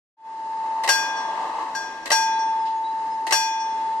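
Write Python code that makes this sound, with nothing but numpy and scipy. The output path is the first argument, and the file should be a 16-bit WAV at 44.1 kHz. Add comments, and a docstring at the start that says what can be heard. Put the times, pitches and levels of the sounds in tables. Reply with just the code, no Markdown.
"""A level-crossing warning bell fades in a few metres away, already humming, over distant traffic.
About every 1.2 s its release clicks, its lever clacks and the hammer strikes the steel gong, whose
overtones ring out over the hum and echo off the buildings. A car passes on the damp road, loudest
around 1.5 s, and one soft extra blow lands as it leaves. From 2.3 s a small bird calls far away,
with two faint rattles among its notes."""
import sys
import numpy as np
from scipy import signal
from scipy.fft import rfft, irfft, next_fast_len
from scipy.io import wavfile
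from scipy.ndimage import map_coordinates

SR = 44100
rng = np.random.default_rng(int(sys.argv[2]) if len(sys.argv) > 2 else 0)


def waveform_to_disk(signal):
    """Save audio, clipped to [-1, 1], as 16-bit WAV at the path in sys.argv[1]."""
    frames = np.transpose(np.atleast_2d(signal))
    scaled = np.clip(frames, -1, 1) * 32767
    samples = np.round(scaled).astype(np.int16)
    wavfile.write(sys.argv[1], SR, samples)


N = 176400
TIME = np.arange(N) / SR
ATTACK_S, CONTACT_RISE_S = 0.002, 0.001  # onsets of a ringing mode and of a hard contact


def amp(db):
    """Decibels to gain."""
    return 10 ** (np.asarray(db) / 20)


def along(points, hz):
    """Read a curve of (Hz, value) points on a log frequency axis."""
    freqs, values = np.transpose(points)
    return np.interp(np.log(hz + 1), np.log(freqs + 1), values)


def wobble(rate):
    """A smooth random curve with `rate` knots a second."""
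    return map_coordinates(rng.standard_normal(int(N * rate / SR) + 4), [TIME * rate])


def pan(db):
    """Constant-power stereo gains; positive dB leans left."""
    gains = amp(np.array([[.5], [-.5]]) * db)
    return gains / np.sqrt(np.mean(gains ** 2, axis=0))


def filtered(x, response):
    """Shape x with a response given as a function of Hz."""
    size = next_fast_len(N + SR // 2)
    return irfft(rfft(x, size) * response(np.fft.rfftfreq(size, 1 / SR)), size)[..., :N]


def struck(t, t60, rise):
    """A hit's envelope: a quick rise from t = 0, then 60 dB down in t60 seconds."""
    t = np.maximum(t, 0)
    return (1 - np.exp(-t / rise)) * np.exp(-np.log(1000) * t / t60)


def add(out, start, sound):
    """Mix a sound into out at start seconds, which may be negative."""
    i = round(start * SR)
    part = sound[:, max(-i, 0):N - i]
    out[:, max(i, 0):max(i, 0) + part.shape[1]] += part


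# Dips and bumps shared by all the noises. Each row: frequency in Hz, gain in dB.
NOISE_EQ = [(1200, 0), (1400, -8.5), (1650, 5), (2130, 1.5), (2370, -11.5), (2560, 1.5), (3150, -2),
            (3560, -6), (3850, 2)]
# Stereo width. Each row: frequency in Hz, left-right likeness from 0 to 1.
LIKENESS = [(30, 0.32), (70, 0.77), (150, 0.92), (600, 0.85), (1100, 0.78), (2000, 0.015), (4000, 0),
            (10000, 0)]
# Stereo balance. Each row: frequency in Hz, left minus right in dB.
BALANCE = [(100, -1), (1000, 2.5), (2000, 4), (4000, -1), (6000, 3.5), (10000, 1.5), (12500, 17)]
def noise(spectrum):
    """Coloured stereo noise of rms 1, narrow in the low mids and wide in the treble."""
    def mid_side_gains(hz):
        angle = np.arccos(np.clip(along(LIKENESS, hz), -1, 1)) / 2
        return np.array([np.cos(angle), np.sin(angle)])
    mid, side = filtered(rng.standard_normal((2, N)), mid_side_gains)
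    colour = lambda hz: amp(along(spectrum, hz) + along(NOISE_EQ, hz)) * pan(along(BALANCE, hz))
    stereo = filtered(np.array([mid + side, mid - side]), colour)
    return stereo / np.sqrt(np.mean(stereo ** 2) + 1e-20)


# The gong's stereo phase. Each row: frequency in Hz, lead of the left side in radians.
PHASE_LEAD = [(900, 0.34), (1600, 0.33), (2460, 1.87), (3400, 1.6), (4500, 1.6), (4950, 1), (7700, 2),
              (8450, 0.5), (10000, 4.5)]
def mode(t, hz, t60, pan_db, rise=ATTACK_S):
    """One mode of the gong: a decaying sine, slightly ahead on the left."""
    phase = 2 * np.pi * (hz * t + rng.random()) + np.array([[.5], [-.5]]) * along(PHASE_LEAD, hz)
    return pan(pan_db) * struck(t, t60, rise) * np.sin(phase)


# Hammer blows. Each row: start in seconds, strength for the overtones in dB, hum level in dB,
# hum sag in dB per second, second mode level in dB, crash level in dB.
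BLOWS = [(-.33, -1, -20, 3.5, -23, -40), (.889, 0, -23.5, 5, -16, -14.5),
         (1.749, -14, -27.5, 28, -25.5, -36), (2.115, -1, -17.3, 6, -20.5, -16.5),
         (3.323, 0, -21, 2, -26.5, -14)]
def gong_hum(hz=892.3, waver_db=-0.67):
    """The lowest mode never dies away: each blow catches it and restarts it at a new level and sag."""
    out = np.zeros((2, N))
    for start, _, hum_db, sag, _, _ in BLOWS:
        age = TIME - start
        choke = np.exp(-np.maximum(age, 0) / ATTACK_S)
        out = out * choke + amp(hum_db) * mode(age, hz, t60=60 / sag, pan_db=1.1)
    return out * amp(waver_db * wobble(3.81))


# The gong's bright ring. Each row: pitch in Hz, level in dB, t60 in seconds, left minus right in dB.
OVERTONE_MODES = [(2458, -28.5, 1.2, 8), (3408.5, -31, 1.25, -3), (3428, -35, 1.3, -3),
                  (4506.5, -20.5, .54, -5), (4941, -31, .46, 3), (5198, -36, .52, 5), (5431, -28, .42, 7),
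                  (5567, -33, .36, 5), (5695, -29, .5, 7), (5707, -17.5, .52, 7), (6054, -30, .7, 5),
                  (6659, -37, .48, 3), (6826, -30, .44, 2), (7020, -30, .52, 2), (7295, -33, .47, 3),
                  (7736, -36.5, .44, 3), (8452, -30.5, .48, 0), (8730, -39, .42, 0), (9890, -43, .42, 0),
                  (10000, -34, .49, -2), (11090, -44, .48, 6), (11668, -41, .43, 15), (12490, -46, .35, 15),
                  (13430, -42, .42, 25), (13700, -40, .41, 25), (14000, -44, .38, 25)]
# A thicket of weak high modes. Each row: frequency in Hz, level per mode in dB.
SHIMMER_LEVELS = [(4600, -44), (6000, -42), (8500, -41), (10500, -54.5), (12500, -54), (14200, -54)]
# A soft blow loses more treble. Each row: frequency in Hz, dB of level per dB of strength.
STRENGTH_SLOPE = [(6000, 1), (10000, 1.5), (13000, 1.3)]
def gong_overtones(shimmer_count=44, waver_db=1.5, waver_rate=14.8, bloom_s=0.0083):
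    """Each blow rings a second mode, wavering overtones and a short shimmer, never quite alike."""
    out, t = np.zeros((2, N)), np.arange(SR + SR // 2) / SR
    shimmer_hz = np.linspace(SHIMMER_LEVELS[0][0], SHIMMER_LEVELS[-1][0], shimmer_count)
    shimmer_hz += rng.uniform(-80, 80, shimmer_count)
    shimmer_db = along(SHIMMER_LEVELS, shimmer_hz) + 3 * rng.uniform(-2.5, 1.6, shimmer_count)
    for start, strength, _, _, second_db, _ in BLOWS:
        add(out, start, amp(second_db) * mode(t, hz=1609, t60=1.05, pan_db=5))
        for hz, level, t60, pan_db in OVERTONE_MODES:
            age = t[:int(t60 * SR)]
            waver = waver_db * np.interp(age * waver_rate, np.arange(20), rng.normal(size=20))
            rise = bloom_s if hz < 4000 else ATTACK_S  # the lower overtones build up slowly
            ring = mode(age, hz, t60, pan_db, rise)
            db = level + strength * along(STRENGTH_SLOPE, hz) + rng.normal()
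            add(out, start, amp(db + waver) * ring)
        for hz, level in zip(shimmer_hz, shimmer_db):
            pan_db = along(BALANCE, hz) + 4 * rng.normal()
            db = level + strength * along(STRENGTH_SLOPE, hz) + 2 * rng.normal()
            add(out, start, amp(db) * mode(t[:SR // 4], hz, t60=0.37, pan_db=pan_db))
    return out


# The street's decay. Each row: frequency in Hz, t60 in seconds.
STREET_DECAY = [(200, 0.21), (2000, 1), (6000, 0.54), (14000, 0.23)]
def street_reverb(x, send_db=-12.5):
    """The surroundings scatter the sound into a diffuse tail that lasts longest in the mids."""
    hz, t, spectrum = signal.stft(rng.standard_normal((2, SR * 3 // 4)), SR, nperseg=256)
    decay = np.exp(-np.log(1000) * t / along(STREET_DECAY, hz)[:, None])
    _, tail = signal.istft(spectrum * decay, SR, nperseg=256)
    return amp(send_db) * signal.fftconvolve(x, tail / np.linalg.norm(tail[0]), axes=1)[:, :N]


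# The traffic bed's tone. Each row: frequency in Hz, relative level in dB.
TRAFFIC_COLOUR = [(8, -43), (25, -10), (48, -8.5), (90, -26), (160, -13), (310, 1), (500, -3.5), (950, 2),
                  (1500, -6), (2000, -8.5), (3000, -12.5), (5000, -18.5), (7500, -23.5), (10000, -33),
                  (14000, -46.5)]
def distant_traffic(level_db=-42, swell_db=1.5):
    """Far vehicles blur into a low, gently swelling bed."""
    return amp(level_db + swell_db * wobble(3.916)) * noise(TRAFFIC_COLOUR)


# The car's swell and fall. Each row: time in seconds, level in dB.
CAR_PASS = [(.2, -43), (.55, -43), (.8, -35), (1.1, -34), (1.35, -30.5), (1.6, -30), (1.8, -38.5),
            (2.0, -45.5), (2.6, -51), (4, -47)]
# The tyres' tone. Each row: frequency in Hz, relative level in dB.
TYRE_COLOUR = [(10, -54.5), (100, -36), (250, -17), (500, -11.5), (750, -3), (950, 5.5), (1150, -2.5),
               (1500, -16), (2000, -17), (3000, -20), (5000, -30.5), (7500, -34), (10000, -44),
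               (14000, -59.5)]
def passing_car(flutter_db=1):
    """Tyres rush over the damp road, fluttering slightly as the car comes and goes."""
    level_db = np.interp(TIME, *np.transpose(CAR_PASS))
    return amp(level_db + flutter_db * wobble(12.42)) * noise(TYRE_COLOUR)


# The slapback's tone. Each row: frequency in Hz, gain in dB.
WALL_COLOUR = [(900, -2.5), (1600, -5.5), (3400, -5), (4500, -2.5), (5700, 1), (7500, -9), (12000, -22.5)]
def house_echo(x, delay_s=0.2753, send_db=-17.5):
    """One late reflection from a house front on the right."""
    wall = lambda hz: amp(send_db + along(WALL_COLOUR, hz)) * np.exp(-2j * np.pi * hz * delay_s)
    return pan(-9) * filtered(x, wall)


# Release click and lever clack, paired before a full blow. Each row: start in seconds, level in dB.
CLACK_HITS = [(0.836, -22.5), (0.876, -17), (2.057, -24), (2.103, -16.5), (3.267, -23), (3.308, -18.5)]
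# Tones of the bare contact, the housing and the hammer's crash.
# Each row: frequency in Hz, relative level in dB.
TICK_COLOUR = [(300, -18), (2000, 4), (6000, 2), (9000, -7), (13500, -11.5)]
HOUSING_COLOUR = [(100, -34.5), (300, -11), (650, 1), (1200, -0.5), (1700, -10.5), (1950, 5.5), (2300, -3),
                  (4000, -7), (6000, -16), (8500, -15.5), (11000, -25), (14000, -28.5)]
CRASH_COLOUR = [(100, -30.5), (300, -21), (620, 3), (1100, 2.5), (1900, -2), (2800, 3.5), (4000, -4.5),
                (5800, -5), (8500, -8), (11000, -17), (14000, -20)]
def mechanism(tick_t60=0.019, clack_t60=0.14, crash_t60=0.13, rough_db=2):
    """The release and the lever tick and rattle the housing, then the hammer crashes on the steel."""
    ticks = sum(amp(db - 1) * struck(TIME - at, tick_t60, CONTACT_RISE_S) for at, db in CLACK_HITS)
    clacks = sum(amp(db) * struck(TIME - at, clack_t60, rise=0.0022) for at, db in CLACK_HITS)
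    crashes = sum(amp(db) * struck(TIME - at, crash_t60, CONTACT_RISE_S) for at, *_, db in BLOWS)
    contact = ticks * noise(TICK_COLOUR)
    housing = clacks * amp(rough_db * wobble(250)) * noise(HOUSING_COLOUR)
    return contact + housing + crashes * noise(CRASH_COLOUR)


# The bird's call. Each row: start in seconds, length in seconds, first and last pitch in Hz, level in dB.
BIRD_NOTES = [(2.32, 0.077, 3900, 4000, -49), (2.588, .05, 5220, 5100, -52), (2.753, .045, 6700, 6580, -58),
              (2.837, 0.044, 3800, 3920, -43), (2.889, 0.035, 3930, 4000, -49.5),
              (3.098, 0.063, 5200, 5030, -52.5)]
def bird(quaver_hz=25):
    """Short, thin whistles that quaver as they glide up or down."""
    out = np.zeros((2, N))
    for start, length, first_hz, last_hz, db in BIRD_NOTES:
        progress = np.linspace(0, 1, int(length * SR))
        hz = first_hz + (last_hz - first_hz) * progress + quaver_hz * wobble(160)[:len(progress)]
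        arch = np.sqrt(np.abs(np.sin(np.pi * progress)))
        add(out, start, pan(-1.5) * amp(db) * arch * np.sin(2 * np.pi * np.cumsum(hz) / SR))
    return out


# Faint rattles. Each row: start in seconds, level in dB, band centre in Hz.
RATTLE_HITS = [(2.652, -41, 3130), (2.985, -44, 650)]
def far_rattles(step_octaves=0.61):
    """Something rattles far off: each hit is a dying band of noise."""
    out = np.zeros((2, N))
    for start, db, centre_hz in RATTLE_HITS:
        band = [(centre_hz * 2 ** (k * step_octaves), -5 * k * k) for k in range(-3, 4)]
        out += amp(db) * struck(TIME - start, t60=0.35, rise=0.0063) * noise(band)
    return out


def scene():
    """Bell, bird and road together; the gong carries to the house better than its mechanism does."""
    ring, clatter = gong_overtones(), mechanism()
    direct = ring + clatter + bird()
    hum = gong_hum()
    reflections = street_reverb(direct) + house_echo(ring + amp(-14.5) * clatter)
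    return hum + direct + reflections + passing_car() + distant_traffic() + far_rattles()


# The opening fade. Each row: time in seconds, linear gain.
FADE_IN = [(.168, 0), (.24, .13), (.27, .3), (.4, .52), (.7, 1)]
def record(dry):
    """Fade the mix in and cut the very top with a steep low-pass."""
    cutoff_hz = 14400
    fade = np.interp(TIME, *np.transpose(FADE_IN))
    return filtered(dry * fade, lambda hz: 1 / (1 + (hz / cutoff_hz) ** 120))


dry = scene()
out = record(dry)
waveform_to_disk(out)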